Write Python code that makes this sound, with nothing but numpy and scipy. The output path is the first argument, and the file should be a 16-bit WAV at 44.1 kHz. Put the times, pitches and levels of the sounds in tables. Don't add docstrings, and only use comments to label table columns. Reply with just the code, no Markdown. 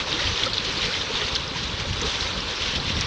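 import sys
import numpy as np
from scipy import signal
from scipy.fft import rfft, irfft, next_fast_len
from scipy.io import wavfile
from scipy.ndimage import uniform_filter1d, map_coordinates

SR = 44100
rng = np.random.default_rng(int(sys.argv[2]) if len(sys.argv) > 2 else 0)


def invert_db(x):
    u = np.asarray(x, float) / 20
    return 10 ** u


def int16_out(signal):
    q = np.round(np.clip(np.atleast_2d(signal).T, -1, 1) * 32767)
    wavfile.write(sys.argv[1], SR, q.astype(np.int16))


N = 134946

# (time [s], level [dB])
POUR_LEVEL = [(0.0, -22.5), (0.05, -32.5), (0.08, -27.5), (0.46, -25), (0.5, -29), (0.59, -32),
              (0.6, -29.5), (0.85, -25), (1.1, -29), (1.16, -24), (1.35, -28.5), (1.35, -33.5),
              (1.41, -30.5), (1.58, -32), (1.92, -32.5), (2.07, -26), (2.35, -29), (3.06, -28.5)]
# (frequency [Hz], density [dB per Hz])
SPLASH_COLOUR = [(500, -11.5), (1000, -20.5), (1800, -4.5), (2600, -2.5), (3500, 2.5), (5900, -7.5),
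                 (7500, -26), (10100, -45)]
# (frequency [Hz], density [dB per Hz])
CURRENT_COLOUR = [(120, -12), (250, -10), (500, 5.5), (1000, 1), (2000, -12.5), (4000, -4.5), (6000, -16),
                  (10000, -47.5)]
# (time [s], level [dB])
WIND_LEVEL = [(0, -38), (.2, -38), (.3, -32.5), (.38, -43), (.46, -36.5), (.75, -36.5), (1.13, -39),
              (1.35, -39.5), (1.52, -37.5), (1.7, -36.5), (2.04, -31.5), (2.14, -40.5), (2.45, -33),
              (2.56, -45.5), (2.79, -32.5), (2.86, -36.5), (2.98, -29.5), (3.06, -37)]
# (frequency [Hz], density [dB per Hz])
RUMBLE_COLOUR = [(12, -41), (20, -10.5), (54, -2.5), (107, -6), (189, -9), (300, -17), (390, -42),
                 (660, -120)]
# (centre [s], peak [dB], pitch [Hz])
GULPS = [(0.078, -33, 894), (.145, -32.5, 302), (.169, -29, 477), (.185, -34, 347), (0.196, -29, 1430),
         (0.204, -29, 1940), (0.216, -29, 565), (0.469, -27, 1310), (0.471, -30, 533), (0.687, -33.5, 364),
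         (0.783, -31, 337), (.844, -35, 477), (.89, -33.5, 480), (.909, -33, 1450), (1.108, -27.5, 450),
         (1.156, -35, 480), (1.363, -36, 454), (1.56, -31.5, 970), (1.855, -33, 544), (1.975, -32.5, 425),
         (2.027, -28, 470), (2.05, -30, 418), (2.069, -33, 500), (2.189, -34, 1470), (2.787, -34.5, 500)]
# (start [s], end [s], level [dB])
SPRAYS = [
    (0.084, .475, -52),
    (.75, 1.017, -50.5),
    (1.156, 1.3, -41.5),
    (2.06, 2.15, -39.5),
    (2.176, 2.294, -39.5),
]
# (time [s], peak [dB], pitch [Hz], ring [s])
DROPS = [(.1157, -19, 4500, .004), (.128, -12, 3580, .002), (.271, -14, 3050, .004),
         (.4337, -11, 3100, .002), (.4350, -8.5, 3300, .003), (.4855, -19, 2900, .002),
         (.5330, -13.5, 4200, .003), (.5812, -7, 3800, .0017), (.8165, -20, 3700, .008),
         (.9405, -17, 3050, .004), (1.015, -21, 3200, .005), (1.1535, -18, 3600, .004),
         (1.2155, -17, 3300, .003), (1.2645, -17, 4300, .002), (1.281, -19, 2800, .003),
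         (1.349, -18, 3900, .0015), (.459, -17, 4700, .004), (1.3592, -14, 3370, .003),
         (1.366, -16, 3650, .002), (1.478, -22, 5000, .003), (2.0143, -21, 5850, .005),
         (2.403, -24, 5000, .006), (2.967, -22, 3500, .006), (2.0143, -54, 10000, .005),
         (2.638, -17, 3500, .002), (2.8, -17, 3900, .002), (.394, -18, 3900, .004), (.576, -20, 3900, .002)]
# (time [s], peak [dB], pitch [Hz], ring [s])
SNAPS = [
    (1.3532, -9, 4700, .001),
    (1.3532, -36, 8000, .0005),
    (3.0104, -8, 5000, .0007),
    (3.0104, -30, 7800, .0005),
    (.4975, -38, 7000, .001),
    (.643, -38, 7000, .001),
    (.1283, -15, 4000, .0007),
    (.2675, -18, 4200, .001),
    (2.845, -37, 7200, .001),
]
# (time [s], peak [dB], pitch [Hz])
TICKS = [(0.1444, -16.5, 3540), (0.1548, -19, 3720), (0.2081, -23, 2940), (0.2428, -20, 3600),
         (0.2502, -22, 3400), (0.3584, -14, 2950), (0.3763, -17, 3860), (0.404, -20, 3650),
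         (0.4541, -17, 4150), (0.5702, -14, 3800), (0.604, -17, 4070), (0.6917, -18, 3420),
         (0.7078, -29, 3280), (0.7745, -16, 4270), (0.8097, -19, 3450), (0.8317, -16, 3780),
         (0.8391, -22, 3600), (0.8598, -19, 3720), (0.9255, -19, 4000), (0.9344, -23.5, 3700),
         (0.9868, -20, 3440), (1.1446, -17, 3930), (1.1586, -20, 3580), (1.1632, -23, 3450),
         (1.17, -20, 3430), (1.2396, -24, 3320), (1.2468, -15, 3600), (1.3174, -19, 3700),
         (1.8004, -23, 2450), (2.0575, -35, 3300), (2.2081, -14, 3980), (2.2239, -23, 3550),
         (2.2736, -14.5, 3580), (2.6244, -18, 3170), (2.7643, -18, 2500), (2.7827, -28.5, 3380)]
# (time [s], level [dB], time to fall 20 dB [s], brightness [dB per octave])
SPLASHES = [(.19, -29, 0.33, -0.5), (0.372, -28.5, 0.087, -0.5), (0.438, -30, 0.026, 10.5),
            (0.451, -31.5, 0.025, 11.5), (0.496, -30, 0.0062, 15.5), (0.532, -25, 0.062, 1.5),
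            (.566, -29.5, 0.12, -2.5), (0.643, -24.5, 0.056, 2.5), (0.692, -40, .012, 2),
            (0.812, -28.5, 0.19, 1), (1.144, -37, 0.026, 0), (1.217, -17, 0.014, -15.5),
            (1.355, -20, 0.03, 1.5), (1.565, -26.5, 0.14, -0.5), (1.629, -24.5, 0.032, 2.5),
            (1.795, -25, 0.055, 0), (1.928, -22, 0.013, 4), (2.048, -27.5, 0.15, 4), (2.2, -31, 0.077, 6.5),
            (2.344, -44, 0.02, -0.5), (2.6, -28, 0.31, -0.5), (2.75, -22.5, 0.046, 2),
            (2.888, -27.5, 0.069, 0), (3.013, -23.5, 0.061, -4)]
# (centre [s], peak [dB], pitch [Hz])
THUDS = [(.257, -22.5, 70.4), (0.295, -22, 79), (.335, -26, 59.3), (0.456, -26.5, 80), (.67, -27, 109),
         (.744, -26.5, 120), (.828, -26.5, 70), (1.251, -25, 80), (1.335, -24.5, 81), (1.372, -25, 70),
         (1.405, -22, 119), (1.442, -29, 100), (1.48, -28, 120), (1.565, -28, 140), (1.655, -26, 70),
         (1.719, -26, 190), (1.743, -23, 80.5), (1.775, -32, 90), (1.809, -25, 100), (1.826, -24.5, 99),
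         (1.864, -30, 90), (1.911, -20, 102), (1.926, -21, 150), (1.943, -24, 81), (1.973, -26, 91),
         (2.029, -22, 110), (2.046, -26, 100), (2.08, -28, 60), (2.226, -25, 80), (2.258, -26, 70),
         (2.615, -29, 85), (2.637, -28, 80), (2.738, -24, 192), (2.761, -25.5, 190), (2.785, -27, 70),
         (2.803, -23, 111), (2.879, -22, 87), (2.905, -21.5, 208), (2.941, -23, 80), (2.974, -19, 112),
         (3.005, -19.5, 100), (3.05, -24, 100)]


def unit(x):
    return x / np.sqrt(np.mean(x ** 2) + 1e-20)


def along(points, hz):
    point_hz, db = np.transpose(points)
    return np.interp(np.log(hz + 1), np.log(point_hz + 1), db)


def curve(rows):
    return np.interp(np.arange(N) / SR, *np.transpose(rows))


def wobble(rate_hz):
    knot = np.arange(N) * np.clip(rate_hz, 0.1, 300) / SR
    return map_coordinates(rng.standard_normal(1000), [knot])


def filtered(x, response):
    m = next_fast_len(N + SR // 2)
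    return irfft(rfft(x, m) * response(np.fft.rfftfreq(m, 1 / SR)), m)[..., :N]


def rush(colour, patchy_db):
    z = signal.stft(rng.standard_normal(N), nperseg=256)[2]
    field = uniform_filter1d(rng.standard_normal(z.shape), size=4, axis=0)
    field = uniform_filter1d(field, size=10, axis=1)
    x = signal.istft(z * invert_db(patchy_db * unit(field)), nperseg=256)[1][:N]
    return unit(filtered(x, lambda hz: invert_db(along(colour, hz))))


def placed(s, wave):
    size = wave.shape[1]
    at = np.round(s * SR).astype(int)[:, None] + np.arange(size)
    return np.bincount(at.ravel(), wave.ravel(), N + size + SR)


def bubbles(s, db, hz, ring_s, size):
    rise, soft = 0.08, 0.15
    t = np.arange(size) / SR
    u = t / np.maximum(ring_s, 1e-4)[:, None]
    tone = np.sin(2 * np.pi * hz[:, None] * t * (1 + rise * np.minimum(u, 2) / 2))
    wave = tone * invert_db(-20 * u) * (1 - np.exp(-u / soft)) ** 2
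    wave = wave * (invert_db(db) / np.abs(wave).max(axis=1))[:, None]
    return placed(s, wave)[:N]


def swarm(count, centre_hz, spread, cycles, scatter_db, size):
    when, luck = rng.random((count, 2)).T
    pitch, life = rng.standard_normal((count, 2)).T
    hz = np.clip(centre_hz * np.exp(spread * pitch), 150, 11000)
    ring_s = np.minimum(cycles * np.exp(0.5 * life) / hz, size / SR / 2)
    db = -scatter_db * np.log(luck + 0.0078)
    return unit(bubbles(when * N / SR, db, hz, ring_s, size=size))


def cluster(rows, size):
    twin_db, spread, late = -10, 0.11, 0.4
    s, db, hz, ring_s = np.transpose(rows)
    luck = rng.random((len(s), 2))
    out = bubbles(s, db - 1.5, hz, ring_s, size=size)
    for k, side in enumerate((1, -1)):
        twin_s = s + late * ring_s * luck[:, k]
        twin_hz = hz * np.exp(side * spread * (0.5 + luck[:, 1 - k]))
        out = out + bubbles(twin_s, db + twin_db, twin_hz, ring_s, size=size)
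    return out


def swells(s, db, hz, length_s, rise, size):
    t = (np.arange(size) - size // 2) / SR
    u = t / np.maximum(length_s, 1e-3)[:, None]
    phase = 2 * np.pi * (hz[:, None] * t * (1 + rise * u / 2) + rng.random((len(s), 1)))
    wave = invert_db(db)[:, None] * np.sin(phase) * np.cos(np.pi * np.clip(u, -0.5, 0.5)) ** 2
    return placed(s, wave)[size // 2:][:N]


def pouring():
    fizz_db, sheet_db, crackle_db, patter_db = -6, -4, -21, -19

    def tinted(x):
        return unit(filtered(x, lambda hz: invert_db(0.64 * along(SPLASH_COLOUR, hz))))

    surge_db = curve(POUR_LEVEL) + 1.14 * wobble(24.71) + 0.45 * wobble(50)
    fizz = tinted(swarm(count=9000, centre_hz=3297, spread=0.721, cycles=7, scatter_db=2.0, size=330))
    crackle = tinted(swarm(count=1500, centre_hz=7350, spread=0.16, cycles=1.4, scatter_db=0.0, size=64))
    patter = tinted(swarm(count=260, centre_hz=4120, spread=0.358, cycles=4.7, scatter_db=2.5, size=330))
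    sheet = rush(SPLASH_COLOUR, patchy_db=3.0)
    mix = invert_db(patter_db) * patter + invert_db(fizz_db) * fizz
    mix = mix + invert_db(sheet_db) * sheet + invert_db(crackle_db) * crackle
    return invert_db(surge_db) * mix


def current():
    current_db, gurgle_db, follow = -33.5, -43, 0.28
    pour_db = curve(POUR_LEVEL)
    swing_db = follow * (pour_db - pour_db.mean()) + 0.5 * wobble(15)
    gurgle = swarm(count=1200, centre_hz=833, spread=0.652, cycles=9, scatter_db=2.2, size=2200)
    flow = rush(CURRENT_COLOUR, patchy_db=0.5)
    return invert_db(swing_db) * (invert_db(current_db) * flow + invert_db(gurgle_db) * gurgle)


def wind():
    steady_s = 0.17
    lumps = invert_db(wobble(29.98)) * rush(RUMBLE_COLOUR, patchy_db=2.8)
    span = round(steady_s * SR)
    swell = uniform_filter1d(uniform_filter1d(lumps ** 2, size=span), size=span)
    return invert_db(curve(WIND_LEVEL)) * lumps / np.sqrt(np.abs(swell) + 0.035)


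def gulps():
    rough_db = 2.5
    s, db, hz = np.transpose(GULPS)
    length_s = 0.033 * (500 / hz) ** 0.27
    return swells(s, db, hz, length_s, rise=0.15, size=4096) * invert_db(rough_db * wobble(140))


def spray():
    centre_hz, edge_s = 5640, 0.015
    t = np.arange(N) / SR
    gate = np.zeros(N)
    for start_s, end_s, db in SPRAYS:
        gate += invert_db(db) * np.clip(np.minimum(t - start_s, end_s - t) / edge_s, 0, 1)
    mist = swarm(count=6000, centre_hz=centre_hz, spread=0.34, cycles=4.8, scatter_db=1.5, size=200)
    return gate * filtered(mist, lambda hz: invert_db(-25 * np.log2(np.maximum(hz, centre_hz) / centre_hz)))


def drops():
    echo_s, echo_db = 0.0032, -11
    plink = cluster(DROPS, size=1200) + bubbles(*np.transpose(SNAPS), size=300)
    return plink + invert_db(echo_db) * np.pad(plink, (round(echo_s * SR), 0))[:N]


def ticks():
    cycles, level_db = 9, -2.5
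    s, db, hz = np.transpose(TICKS)
    return cluster(np.transpose([s, db + level_db, hz, cycles / hz]), size=600)


def splashes():
    rise_s, size = 0.0035, 8192
    out = np.zeros(N + SR)
    t, hz = np.arange(size) / SR, np.fft.rfftfreq(size, 1 / SR)
    octaves = np.log2(np.maximum(hz, 1000) / 3600)
    for s, db, fade_s, bright_db in SPLASHES:
        colour = (hz > 400) * invert_db(along(SPLASH_COLOUR, hz) + bright_db * octaves)
        burst = unit(irfft(rfft(rng.standard_normal(size)) * colour))
        envelope = invert_db(db - 20 * t / fade_s) * (1 - np.exp(-t / rise_s))
        out[round(s * SR):][:size] += burst * envelope
    return out[:N] * invert_db(1.7 * wobble(250))


def thuds():
    cycles, level_db = 2.03, -1.5
    s, db, hz = np.transpose(THUDS)
    return swells(s, db + level_db, hz, cycles / hz, rise=0.05, size=4096)


def ground(x):
    hollow_hz, share, dull_hz = 696, 0.65, 1310

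    def bounce(hz):
        return 1 + share * np.exp(-1j * np.pi * hz / hollow_hz) / (1 + (hz / dull_hz) ** 4)

    return filtered(x, bounce)


def scene():
    water = ground(pouring() + current() + spray() + splashes())
    return (water + wind() + gulps() + drops() + ticks() + thuds())[None]


def band_limit(x):
    return signal.sosfilt(signal.butter(12, 10280, fs=SR, output="sos"), x)


def record(dry):
    case_hz, case_share, low_cut_hz, top_hz = 1944, 0.024, 7.9, 9980

    def microphone(hz):
        echo = case_share * np.exp(-2j * np.pi * hz / case_hz) * hz ** 2 / (hz ** 2 + case_hz ** 2)
        low_cut = hz ** 2 / (hz ** 2 + low_cut_hz ** 2)
        return (1 + echo) * low_cut / (1 + (hz / top_hz) ** 60)

    return band_limit(filtered(dry, microphone))


dry = scene()
out = record(dry)
int16_out(out)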